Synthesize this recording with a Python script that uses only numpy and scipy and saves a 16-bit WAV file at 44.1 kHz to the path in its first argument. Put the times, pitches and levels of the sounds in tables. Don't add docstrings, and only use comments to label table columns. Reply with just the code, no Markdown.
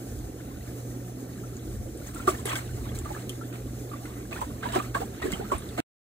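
import sys
import numpy as np
from scipy import signal
from scipy.fft import rfft, irfft, next_fast_len
from scipy.io import wavfile
from scipy.ndimage import uniform_filter1d, map_coordinates

SR = 44100
rng = np.random.default_rng(int(sys.argv[2]) if len(sys.argv) > 2 else 0)


def wrap_up_sound(samples):
    columns = np.atleast_2d(samples).T
    tamed = np.clip(columns, -1, 1)
    steps = np.round(tamed * 32767).astype(np.int16)
    wavfile.write(sys.argv[1], SR, steps)


N = 265702


def amp(db):
    return 10 ** (np.asarray(db) / 20)


def unit(x):
    return x / np.sqrt(np.mean(x ** 2) + 1e-20)


def along(points, hz):
    point_hz, value = np.transpose(points)
    return np.interp(np.log(hz + 1), np.log(point_hz + 1), value)


def curves(rows):
    s, *columns = np.transpose(rows)
    return [np.interp(np.arange(N) / SR, s, column) for column in columns]


def wobble(rate):
    knots = rng.standard_normal(int(N * rate / SR) + 4)
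    return map_coordinates(knots, [np.arange(N) * rate / SR])


def filtered(x, response):
    m = next_fast_len(N + SR // 2)
    return irfft(rfft(x, m) * response(np.fft.rfftfreq(m, 1 / SR)), m)[..., :N]


def grains(count, centre_hz, spread, cycles, tail_db):
    start, z, loud = rng.random(count), rng.standard_normal(count), rng.exponential(size=count)
    hz = np.clip(centre_hz * np.exp(spread * z), centre_hz / 3, SR / 3)[:, None]
    k = np.arange(int(6 * max(cycles, 1) * SR / centre_hz))
    turns = hz * k / SR
    size = amp(tail_db * np.minimum(loud, 4))[:, None]
    tone = np.sin(2 * np.pi * turns * (1 + 0.026 * turns / cycles))
    ring = size * tone * np.exp(-turns / cycles)
    at = (start * 2 * N).astype(int)[:, None] + k
    both = np.bincount(at.ravel(), ring.ravel(), 2 * N + len(k))[:2 * N]
    return unit(both.reshape(2, N))


# (frequency [Hz], correlation [0 to 1])
LIKENESS = [(60, 0.95), (300, 0.99), (800, 0.7), (2600, .35), (4000, .55), (6500, .5), (8500, .7),
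            (12000, .45), (15000, .55)]


def water(spectrum, patchy_db, grainy=0, shower=0):
    z = signal.stft(rng.standard_normal((2, N)), nperseg=512)[2]
    field = uniform_filter1d(rng.standard_normal(z.shape[1:]), 5, 0)
    field = uniform_filter1d(field, 8, 1)
    noise = unit(signal.istft(z * amp(patchy_db * unit(field)), nperseg=512)[1][:, :N])
    share = np.clip(grainy, 0, 1)
    pair = np.sqrt(1 - share) * noise + np.sqrt(share) * shower

    def colour_and_width(hz):
        turn = np.arccos(np.clip(along(LIKENESS, hz), -1, 1)) / 2
        return amp(along(spectrum, hz)) * [np.cos(turn), np.sin(turn)]

    mid, side = filtered(pair, colour_and_width)
    return unit(np.array([mid + side, mid - side]))


def add(out, s, sound):
    part = out[:, round(s * SR):][:, :sound.shape[1]]
    part += sound[:, :part.shape[1]]


# (frequency [Hz], mean level [dB rms], phase wander [rad])
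PUMP_TONES = [(120.83, -42, 0.3)]


def pump():
    t = np.arange(N) / SR
    hum = np.zeros(N)
    for hz, db, wander in PUMP_TONES:
        level = np.sqrt(2) * amp(db + 2.44 * wobble(4.8))
        hum += level * np.sin(2 * np.pi * hz * t + wander * wobble(5.4))
    return hum


# (time [s], level [dB])
RUMBLE_LEVEL = [(0, -58), (.13, -37.5), (.35, -43.5), (1.6, -46.5), (1.8, -34.5), (1.98, -46), (2.7, -39),
                (3.0, -38), (3.15, -47), (3.55, -48.5), (3.67, -38.5), (3.8, -46), (4.6, -41.5), (5.1, -43),
                (5.8, -43.5)]
# (frequency [Hz], relative level [dB])
RUMBLE_COLOUR = [(18, -66), (30, -28), (50, -4), (65, -4.5), (85, -6.5), (130, -12), (200, -68.5)]
# (frequency [Hz], relative level [dB])
CHURN_COLOUR = [(40, -25.5), (90, -22.5), (150, -11.5), (280, -4), (420, -6.5), (600, -11), (800, -17),
                (1200, -57.5)]
# (frequency [Hz], relative level [dB])
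FIZZ_COLOUR = [(400, -18.5), (720, 21), (950, 8.5), (1500, 6), (2800, -1), (4400, 0.5), (6500, 7.5),
               (10000, 3), (13000, 0), (14800, 7), (15800, -15.5)]


def jets():
    rumble_db, = curves(RUMBLE_LEVEL)
    boil = wobble(6.5)
    rumble = amp(rumble_db + 1.5 * wobble(5.04)) * water(RUMBLE_COLOUR, patchy_db=-1.0)
    large = grains(count=2500, centre_hz=324.0, spread=0.525, cycles=4.6, tail_db=-0.5)
    churn = amp(-41 + .4 * boil) * water(CHURN_COLOUR, patchy_db=.4, grainy=.15, shower=large)
    foam = grains(count=14000, centre_hz=5540, spread=0.93, cycles=1.4, tail_db=2.0)
    hiss = water(FIZZ_COLOUR, patchy_db=1.3, grainy=.03, shower=foam)
    fizz = amp(-50.5 + 0.5 * boil + 1.1 * wobble(23)) * hiss
    return rumble + churn + fizz


def tub(x):
    t = np.arange(SR // 6) / SR
    tail = rng.standard_normal((2, len(t))) * amp(-60 * t / 0.07)
    delayed = np.pad(x, ((0, 0), (120, 0)))
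    return signal.fftconvolve(delayed, tail / np.linalg.norm(tail[0]), axes=1)[:, :N]


# (time [s], burst level before the filters [dB], centre frequency [Hz])
RIM_TICKS = [(0.189, -27.5, 7000), (1.568, -26, 6630), (1.9736, -29, 8190), (2.0713, -26, 6960),
             (2.147, -23.5, 8200), (2.2803, -21.5, 8450), (2.398, -31.5, 8000), (2.456, -16, 9300),
             (2.555, -16, 3420), (2.557, -34, 7960), (2.955, -28.5, 4200), (2.988, -18, 7450),
             (3.294, -14.5, 3300), (4.6882, -21.5, 4180), (5.32, -16, 7700), (5.582, -24, 8500),
             (5.688, -23, 3900)]
# (time [s], gain on the modes [dB])
BODY_KNOCK = (2.277, -8)
# (frequency [Hz], relative level [dB], 60 dB decay time [s])
RIM_MODES = [(370.4, -7.5, 0.038), (626, -12.5, 0.028), (1189, -4.5, 0.027), (1358, -17, 0.037)]
TICK_T60_S = 0.012
CRACK_DB = -5.5
HOLD = 1.6


def rim():
    out, t = np.zeros((2, N)), np.arange(SR // 5) / SR
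    crack_band = signal.butter(2, [2800, 11000], "bandpass", fs=SR)
    for s, db, hz in RIM_TICKS:
        burst = rng.standard_normal(len(t)) * amp(db - 60 * t / TICK_T60_S)
        narrow_band = signal.butter(2, [0.9 * hz, 1.09 * hz], "bandpass", fs=SR)
        peak = signal.lfilter(*narrow_band, burst)
        crack = signal.lfilter(*crack_band, burst)
        add(out, s, np.tile(peak + amp(db - CRACK_DB) * crack, (2, 1)))
    ring = np.zeros(len(t))
    for hz, db, t60 in RIM_MODES:
        ring += amp(db - 60 * (t / t60) ** HOLD) * np.sin(2 * np.pi * hz * t)
    knock_s, knock_db = BODY_KNOCK
    attack = 1 - np.exp(-t / 0.00043)
    add(out, knock_s, np.tile(amp(knock_db) * ring * attack, (2, 1)))
    return out


# (time at full strength [s], hold [s], slosh level [dB], spray level [dB])
THROWS = [(2.065, 0.024, -50, -50), (2.138, 0.27, -48.5, -50), (2.276, 0.015, -31, -35.5),
          (2.456, 0.078, -35, -39.5), (2.555, 0.013, -38, -41), (2.61, 0.27, -76, -55),
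          (2.95, 0.017, -55, -47.5), (3.05, 0.16, -47.5, -52), (3.528, 0.029, -46.5, -56),
          (3.932, 0.026, -50.5, -68), (4.056, 0.0061, -46.5, -54.5), (4.313, 0.077, -43.5, -51.5),
          (4.408, 0.014, -42, -45), (4.629, 0.13, -40, -51.5), (4.725, 0.025, -40, -40.5),
          (4.745, 0.031, -31.5, -45), (4.825, 0.011, -47, -51), (4.947, 0.03, -38, -44.5),
          (5.005, 0.012, -44.5, -46.5), (5.22, 0.058, -39, -46), (5.304, 0.051, -41, -46),
          (5.382, 0.063, -51.5, -58), (5.518, 0.023, -38.5, -45.5), (5.779, .047, -33, -43)]
# (frequency [Hz], relative level [dB])
SLOSH_COLOUR = [(200, -30), (400, -1.5), (1200, -4), (2300, -5), (4400, -10), (7000, -45)]
# (frequency [Hz], relative level [dB])
SPRAY_COLOUR = [(1500, -44), (3000, -4), (8300, 14.5), (11000, 3.5), (14800, 7), (15800, 6.5)]
# (time [s], level [dB])
LAP_LEVEL = [(1.9, -58.5), (2.1, -58), (2.7, -50.5), (3.6, -55.5), (4.5, -55), (5.8, -51)]
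# (frequency [Hz], relative level [dB])
LAP_COLOUR = [(450, -18.5), (800, 1), (1800, -1), (2700, -3), (4300, 0), (5500, -30)]
THROW_S, FALL_30DB_S = 0.007, 0.12


def splash():
    t = np.arange(N) / SR
    power = np.zeros((2, N))
    for s, hold_s, slosh_db, spray_db in THROWS:
        rise = np.clip(1 + (t - s) / THROW_S, 0, 1) ** 3
        fall = amp(-60 * np.clip(t - s - hold_s, 0, 1) / FALL_30DB_S)
        power += amp([[2 * slosh_db], [2 * spray_db]]) * rise * fall
    bubbles = grains(count=5500, centre_hz=1900, spread=.6, cycles=10, tail_db=3)
    drips = grains(count=2600, centre_hz=2000, spread=.55, cycles=9, tail_db=3)
    drops = grains(count=5000, centre_hz=5420, spread=0.55, cycles=9.7, tail_db=2.0)
    slosh = amp(1.6 * wobble(60)) * water(SLOSH_COLOUR, patchy_db=2.5, grainy=.28, shower=bubbles)
    spray = amp(2 * wobble(70)) * water(SPRAY_COLOUR, patchy_db=2.2, grainy=.2, shower=drops)
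    lap = water(LAP_COLOUR, patchy_db=3.5, grainy=.3, shower=drips)
    lapping = amp(curves(LAP_LEVEL)[0] + 1.8 * wobble(18)) * lap
    return np.sqrt(power[0]) * slosh + np.sqrt(power[1]) * spray + lapping


# (time [s], tone level before attack and decay [dB], starting pitch [Hz])
AIR_POCKETS = [(1.436, -42.5, 1280), (2.16, -34.5, 1306), (2.198, -34, 1330), (2.454, -23.5, 386),
               (2.476, -33, 1234), (2.493, -28, 3220), (2.556, -30.5, 1480), (2.559, -28.5, 2100),
               (2.69, -44, 1450), (2.89, -40.5, 3210), (3.056, -30.5, 1172), (3.104, -28, 805),
               (3.148, -35.5, 1630), (3.163, -32, 1240), (3.412, -35, 1300), (3.915, -36, 1200),
               (3.934, -33.5, 1100), (4.055, -41.5, 2000), (4.321, -35.5, 1090), (4.327, -28, 2450),
               (4.378, -42, 1790), (4.415, -21, 976), (4.632, -26.5, 1534), (4.655, -22, 938),
               (4.755, -16, 344), (4.7595, -17.5, 705), (4.779, -19.5, 302), (4.799, -25, 1174),
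               (4.948, -21.5, 1574), (4.951, -17.5, 1041), (4.963, -24.5, 1063), (5.003, -27, 433),
               (5.016, -24, 755), (5.225, -25.5, 1865), (5.239, -22, 386), (5.253, -18, 390),
               (5.279, -20.5, 360), (5.328, -18.5, 184), (5.325, -28.5, 2040), (5.335, -25, 2920),
               (5.396, -23, 394), (5.409, -28.5, 765), (5.502, -35.5, 1354), (5.518, -15, 1039),
               (5.523, -22.5, 365), (5.539, -33, 870), (5.549, -14, 83), (5.781, -23, 670),
               (5.791, -16, 288)]
RING_T60_S, DAMPED_HZ = 0.033, 2480
CLOSE_CYCLES = 1
CLIMB = 0.091
SLAP_DB = -10.5


def pockets():
    out, t = np.zeros((2, N)), np.arange(SR // 5) / SR
    for s, db, hz in AIR_POCKETS:
        t60 = RING_T60_S / (1 + (hz / DAMPED_HZ) ** 3)
        ring = np.sin(2 * np.pi * hz * t * (1 + CLIMB * t / t60))
        band = signal.butter(2, [0.31 * hz, 1.03 * hz], "bandpass", fs=SR)
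        slap = signal.lfilter(*band, rng.standard_normal((2, len(t))))
        attack = 1 - np.exp(-t * hz / CLOSE_CYCLES)
        decay = amp(db - 60 * (t / t60) ** HOLD)
        add(out, s, (ring + amp(SLAP_DB) * unit(slap)) * decay * attack)
    return out


# (time [s], left-right level difference [dB])
SWIMMER_PAN = [(0, 2), (3, -1), (4.5, -2), (5.8, -2)]


def scene():
    pan_db, = curves(SWIMMER_PAN)
    gulps = pockets()
    edge = rim()
    echo = tub(amp(-3.5) * gulps + amp(-3.5) * edge)
    swimmer = (gulps + edge + echo + splash()) * amp([pan_db / 2, -pan_db / 2])
    return pump() + jets() + swimmer


# (frequency [Hz], left-right level difference [dB])
STEREO_TILT = [(60, -0.5), (500, -3), (2000, 0.5)]
# (frequency [Hz], phase lead of the left [rad])
STEREO_PHASE = [(0, 0), (500, -.4), (900, -3.1), (1400, -6.3), (2600, -3.1), (3900, -5.5), (5300, -3.1),
                (7700, 0)]
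OFF_S, TOP_HZ = 5.804, 15780


def record(dry):
    half = np.array([[.5], [-.5]])

    def sides(hz):
        phase = half * np.interp(hz, *np.transpose(STEREO_PHASE))
        return amp(half * along(STEREO_TILT, hz)) * np.exp(1j * phase)

    heard = filtered(dry, sides)
    after = np.arange(N) / SR - OFF_S
    remnant = amp(-23.5 - 1000 * np.clip(after, 0, 1)) * (after < .032)
    gate = np.where(after < 0, 1, remnant)
    return filtered(heard * gate, lambda hz: 1 / (1 + (hz / TOP_HZ) ** 160))


dry = scene()
out = record(dry)
wrap_up_sound(out)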